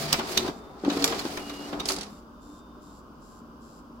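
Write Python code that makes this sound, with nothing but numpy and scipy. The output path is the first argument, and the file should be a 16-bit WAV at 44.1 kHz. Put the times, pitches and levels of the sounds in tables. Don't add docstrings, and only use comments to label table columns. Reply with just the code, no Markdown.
import sys
import numpy as np
from scipy import signal
from scipy.fft import rfft, irfft
from scipy.io import wavfile
from scipy.ndimage import uniform_filter1d

SR = 44100
rng = np.random.default_rng(int(sys.argv[2]) if len(sys.argv) > 2 else 0)


def pcm_store(signal):
    levels = np.round(np.clip(np.atleast_2d(signal), -1, 1) * 32767)
    wavfile.write(sys.argv[1], SR, levels.astype(np.int16).T)


N = 176400
T = np.arange(N) / SR


def amp(db):
    return 10 ** (np.asarray(db) / 20)


def unit(x):
    return x / np.sqrt(np.mean(x ** 2))


def over_hz(points):
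    hz, value = np.array(points).T
    return np.interp(np.log(np.arange(N // 2 + 1) * SR / N + 1), np.log(hz), value)


def over_time(rows, column):
    rows = np.array(rows)
    return np.interp(T, rows[:, 0], rows[:, column])


def convolve(x, response):
    return signal.fftconvolve(np.atleast_2d(x), response, axes=1)[:, :N]


def colour(x, spectrum):
    cepstrum = irfft(np.log(unit(amp(over_hz(spectrum)))), N)
    cepstrum[1:N // 2] *= 2
    cepstrum[N // 2 + 1:] = 0
    response = irfft(np.exp(rfft(cepstrum)), N)
    return convolve(x, response[None, :N // 40])


def pair(x):
    # frequency_hz, correlation
    coherence = [(60, 1), (290, 0.8), (640, 0.8), (1400, -0.0653), (4000, 0), (15000, 0)]
    alike = np.clip(over_hz(coherence), -.99, .99)
    mid, side = rfft(x) * np.sqrt(np.array([1 + alike, 1 - alike]) / 2)
    return irfft(np.array([mid + side, mid - side]), N)


def noise():
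    return pair(rng.standard_normal((2, N)))


def wander(rate_hz):
    knots = rng.standard_normal(N // 100)
    return unit(np.interp(T * rate_hz, np.arange(len(knots)), knots))


def burst(peak_s, rise_s, decay_s):
    time_constants = np.maximum((peak_s - T) / rise_s, (T - peak_s) / decay_s)
    return np.exp(-np.minimum(time_constants, 20))


def gate(start_s, end_s, ramp_s):
    return np.clip(np.minimum(T - start_s, end_s - T) / ramp_s + .5, 0, 1)


def ringing(modes):
    t = T[:N // 10]
    return sum(amp(db - 60 * t / t60) * np.sin(2 * np.pi * hz * t) for hz, db, t60 in modes)[None]


def tone(hz, wow, flutter_db, rate_hz):
    pitch_hz = hz * (1 + wow * wander(rate_hz))
    phase = 2 * np.pi * np.cumsum(pitch_hz) / SR
    return np.sqrt(2) * np.sin(phase) * amp(flutter_db * wander(rate_hz))


def office(x):
    t60_s, delay_s, tail_db = 0.22, 0.0034, -11
    t = T[:N // 5]
    tail = rng.standard_normal((2, len(t))) * np.exp(-np.log(1000) * t / t60_s) * (t > delay_s)
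    reflections = convolve(x, tail / np.linalg.norm(tail[0]))
    return x + amp(tail_db) * pair(reflections)


def fan():
    # frequency_hz, relative_density_db
    air_spectrum = [(15, -39.5), (28, -11.5), (60, -5.5), (100, -17), (135, -14.5), (170, -10), (250, -7),
                    (340, -11), (450, -16.5), (780, -21.5), (1080, -14), (1350, -18.5), (1560, -24.5),
                    (1760, -40), (2150, -45.5), (2950, -35), (4000, -43.5), (4950, -37.5), (6500, -44),
                    (9000, -50.5), (16000, -46.5)]
    # pitch_hz, level_db
    rotor_tones = [(232, -58.5), (290.5, -61.5), (608, -69.5), (1039, -68.5)]
    air_db, left_minus_right_db = -48.5, 0.23
    air = amp(air_db) * unit(irfft(rfft(noise()) * amp(over_hz(air_spectrum)), N))
    tones = sum(amp(db) * tone(hz, wow=0.01016, flutter_db=4, rate_hz=14) for hz, db in rotor_tones)
    bearing = amp(-82.5) * tone(hz=4880, wow=0.0097, flutter_db=2.5, rate_hz=300)
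    balance = amp(np.array([[1], [-1]]) * left_minus_right_db / 2)
    return (air + tones + bearing) * balance


def mains_buzz():
    # frequency_hz, relative_gain_db
    buzz_spectrum = [(2500, -20), (4000, -3), (5500, 2), (6800, -2.5), (7250, 6.5), (7800, -1.5),
                     (8500, -10), (9550, -3.5), (10400, -14.5), (11200, -5), (11800, -11.5), (12900, -7),
                     (13400, -16), (16000, -20.5)]
    buzz_hz, buzz_db, spike_decay_s, hiss_over_spikes_db = 100, -63.5, .005, 0.5
    start_s, period_s, on_s = .015, .4, .19
    spike = rng.standard_normal((2, N // 100)) * np.exp(-T[:N // 100] / spike_decay_s)
    pulses = np.diff(np.floor(T * buzz_hz), prepend=0)
    spikes = unit(convolve(pulses, spike))
    buzz = unit(colour(spikes + amp(hiss_over_spikes_db) * noise(), buzz_spectrum))
    switched_on = uniform_filter1d(1. * ((T - start_s) % period_s < on_s), size=1000)
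    return amp(buzz_db) * switched_on * buzz


def coil_whine():
    # peak_s, half_length_s, pitch_hz, level_db
    whines = [(.6, .18, 3620, -68), (2.123, 0.073, 3670, -70.5), (2.575, 0.24, 3620, -70.5),
              (2.886, .07, 3664, -72.5)]
    sound = np.zeros(N)
    for peak_s, half_length_s, hz, db in whines:
        swell = np.exp(-((T - peak_s) / half_length_s) ** 2)
        sound += amp(db) * swell * tone(hz, wow=0.0022, flutter_db=2.5, rate_hz=150)
    return sound


def motors():
    # start_s, end_s, pitch_hz, level_db
    runs = [(-.05, 0.162, 149, -41), (-.05, 0.187, 665, -46.5), (0.28, 0.337, 354.4, -37.5),
            (0.381, 0.477, 364, -36), (0.837, 1.057, 282.5, -33), (.84, 0.997, 192, -45.5),
            (0.962, 1.148, 460.7, -37.5), (1.055, 1.988, 287.5, -45.5), (1.385, 1.443, 379, -43.5),
            (1.723, 1.782, 290, -39), (1.891, 1.95, 379, -40.5), (1.978, 2.134, 208, -47.5)]
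    return sum(amp(db) * gate(start, end, ramp_s=0.01) * tone(hz, wow=.008, flutter_db=2.2, rate_hz=37)
               for start, end, hz, db in runs)


def gears():
    # time_s, relative_level_db
    drive = [(0, -36.5), (.26, -37.5), (.40, -33.5), (.49, -32), (.53, -46), (.825, -50), (.845, -36),
             (1.15, -34), (1.22, -38.5), (1.41, -41), (1.48, -44), (1.71, -41), (1.745, -35.5), (1.84, -40),
             (1.92, -40.5), (2.0, -41), (2.14, -56), (2.3, -69.5)]
    # frequency_hz, relative_gain_db (both tables)
    rumble_spectrum = [(20, -29), (50, -16), (110, -20), (170, -6.5), (300, -6.5), (450, -2), (570, -13),
                       (900, -25.5), (2000, -65.5)]
    chatter_spectrum = [(300, -19), (550, -1.5), (760, 3), (950, -3.5), (1300, -4), (1550, -12),
                        (2500, -24.5), (6000, -38.5)]
    strikes_per_s, scatter_db, gain_db = 900, 1.5, -1.5
    strikes = (rng.random(N) < strikes_per_s / SR) * amp(scatter_db * rng.standard_normal(N))
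    polarity = np.sign(rng.standard_normal((2, N)))
    teeth = unit(pair(strikes * polarity) + .1 * noise()) * amp(over_time(drive, column=1))
    return amp(gain_db) * (colour(teeth, rumble_spectrum) + colour(teeth, chatter_spectrum))


def clutch_thumps():
    # start_s, peak_db
    thumps = [(.188, -24.5), (0.447, -25), (0.488, -20), (0.8367, -19.5), (0.851, -25), (0.864, -23),
              (0.878, -13.5), (0.8816, -14), (.919, -20), (.969, -18), (1.033, -27.5), (1.113, -22.5),
              (1.251, -22), (1.2597, -23), (1.2632, -25.5), (1.731, -23.5), (1.764, -28)]
    # frequency_hz, relative_level_db, t60_s
    housing_modes = [(194.5, -17, 0.067), (296, 1, 0.041), (351, 5, 0.021), (471, -16.5, 0.037),
                     (729, -13, 0.045)]
    rise_s, cutoff_hz = .0012, 149
    blows = np.zeros(N)
    for start_s, db in thumps:
        blows[int(start_s * SR)] += amp(db)
    body = ringing(housing_modes) * (1 - np.exp(-T[:N // 10] / rise_s))
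    body = signal.sosfilt(signal.butter(2, cutoff_hz, "high", fs=SR, output="sos"), body)
    return convolve(blows, body / np.abs(body).max())


def latch_snaps():
    # peak_s, crack_db, rise_s, ring_db, ring_hz, knock_db
    snaps = [(0.129, -12.5, 0.0016, -18.5, 5000, -25), (0.1407, -36, 0.0006, -20, 2370, -29.5),
             (0.196, -33, 0.0057, -40, 3670, -25), (0.3763, -16, 0.0018, -11.5, 3684, -37),
             (.482, -43, 0.0026, -33, 3730, -34.5), (0.849, -47, 0.0012, -36, 3960, -32.5),
             (0.902, -39.5, 0.003, -27, 3760, -29), (1.0238, -31, 0.00085, -26, 4250, -33.5),
             (1.0421, -14, 0.00042, -15, 7100, -25), (1.0773, -25.5, 0.0011, -33, 7100, -35.5),
             (1.124, -38, 0.00083, -48, 3550, -26), (1.193, -43, 0.0014, -28, 4310, -33.5),
             (1.253, -36, 0.0012, -46, 3760, -33), (1.374, -34.5, 0.0013, -35, 2330, -30),
             (1.498, -42, 0.0023, -33, 3810, -36), (1.731, -48, 0.0023, -48, 3150, -32.5),
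             (1.802, -33, 0.0028, -26, 3720, -33.5), (1.901, -36, 0.0033, -45, 3720, -27)]
    # ratio_to_ring_pitch, relative_level_db, t60_s
    latch_modes = [(.8, -6, .04), (1, 2, .04), (1.075, -11, .08), (1.16, 7, .003), (1.6, -7.5, .038)]
    # frequency_hz, relative_gain_db (both tables)
    crack_spectrum = [(600, -11), (1500, -8), (2800, -1.5), (4200, 1), (5500, 0.5), (7000, -4.5),
                      (10000, -10), (16000, -11.5)]
    knock_spectrum = [(100, -21), (250, -6), (700, -6.5), (1200, -4), (1900, -13), (3500, -13.5),
                      (9000, -44.5)]
    crack_envelope, knock_envelope = np.zeros((2, N))
    contacts, rings = noise(), np.zeros((2, N))
    for peak_s, crack_db, rise_s, ring_db, ring_hz, knock_db in snaps:
        crack_envelope += amp(crack_db) * burst(peak_s, rise_s, decay_s=0.0042)
        knock_envelope += amp(knock_db) * burst(peak_s, rise_s, decay_s=0.014)
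        near = slice(max(int((peak_s - .03) * SR), 0), int((peak_s + .15) * SR))
        latch = ringing([(ring_hz * ratio, db, t60) for ratio, db, t60 in latch_modes])
        force = amp(ring_db) * burst(peak_s, rise_s, decay_s=0.0035)[near] * contacts[:, near]
        rings[:, near] += convolve(force, latch / np.linalg.norm(latch))[:, :force.shape[1]]
    cracks = colour(crack_envelope * noise(), crack_spectrum)
    knocks = colour(knock_envelope * noise(), knock_spectrum)
    return cracks + rings + knocks


def roller_squeak():
    start_s, jolt_s, end_s = 1.40, 1.502, 1.669
    pitch_hz, level_db, skip_fraction, skip_s = 2860, -51, 0.085, 0.0042
    skips = burst(jolt_s, skip_s, skip_s) + burst(end_s, skip_s, skip_s)
    squeak = tone(pitch_hz * (1 + skip_fraction * skips), wow=.002, flutter_db=1.5, rate_hz=250)
    return amp(level_db) * gate(start_s, end_s, ramp_s=0.014) * squeak


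def paper_slide():
    # time_s, relative_rub_db, relative_hiss_db
    slide = [(0, -35.5, -36.5), (.11, -36.5, -46.5), (.24, -43, -55.5), (.31, -37.5, -38), (.36, -39, -47),
             (.48, -39.5, -51.5), (.53, -58, -68), (.72, -67, -76), (.83, -55.5, -84), (.93, -38.5, -46.5),
             (1.10, -36.5, -47), (1.36, -43.5, -47), (1.43, -47.5, -51.5), (1.71, -46, -54),
             (1.78, -53.5, -80), (1.85, -46, -70), (1.88, -41, -38), (1.92, -46, -38), (2.02, -42, -73),
             (2.11, -59.5, -61), (2.3, -77.5, -89)]
    # frequency_hz, relative_gain_db (both tables)
    rub_spectrum = [(700, -19.5), (1600, -2), (2400, -2.5), (3500, -2.5), (4900, -0.5), (6000, -8.5),
                    (8000, -11.5), (11000, -24.5), (16000, -36.5)]
    hiss_spectrum = [(3000, -33.5), (6500, -1.5), (8500, -7.5), (11000, -3.5), (13500, -8.5), (16000, -7.5)]
    rub_gain_db, hiss_gain_db, flicker_db = -1, -2.5, 1.7
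    grain = amp(flicker_db * wander(rate_hz=120))
    rub = colour(noise() * grain * amp(over_time(slide, column=1) + rub_gain_db), rub_spectrum)
    hiss = colour(noise() * grain * amp(over_time(slide, column=2) + hiss_gain_db), hiss_spectrum)
    return rub + hiss


def paper_flaps():
    # peak_s, level_db
    flaps = [(1.8566, -26.5), (1.888, -20), (1.897, -36), (1.907, -28.5), (1.92, -29), (1.933, -33),
             (1.942, -38), (1.964, -33), (1.986, -34.5), (2.011, -32.5), (2.032, -37)]
    # frequency_hz, relative_gain_db
    flap_spectrum = [(500, -10), (1500, -8.5), (3200, -1.5), (4400, 5), (6500, 0), (10500, -5.5),
                     (12500, -19), (16000, -18)]
    envelope = sum(amp(db) * burst(peak_s, rise_s=0.0011, decay_s=0.0064) for peak_s, db in flaps)
    return colour(noise() * envelope, flap_spectrum)


def scene():
    # frequency_hz, left_minus_right_db
    balance = [(60, 1.5), (250, 1.5), (700, 3), (1300, -1.5), (2400, 3.5), (4400, -6.5), (6200, -6.5),
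               (8100, 2), (12000, -1)]
    feeder = office(gears() + latch_snaps() + paper_slide() + paper_flaps())
    feeder = feeder + clutch_thumps() + motors() + roller_squeak()
    lean_db = over_hz(balance) / 2
    feeder = irfft(rfft(feeder) * amp(np.array([lean_db, -lean_db])), N)
    return feeder + fan() + office(mains_buzz()) + coil_whine()


def record(dry):
    cutoff_hz = 15900
    return signal.sosfilt(signal.ellip(10, .2, 70, cutoff_hz, fs=SR, output="sos"), dry)


dry = scene()
out = record(dry)
pcm_store(out)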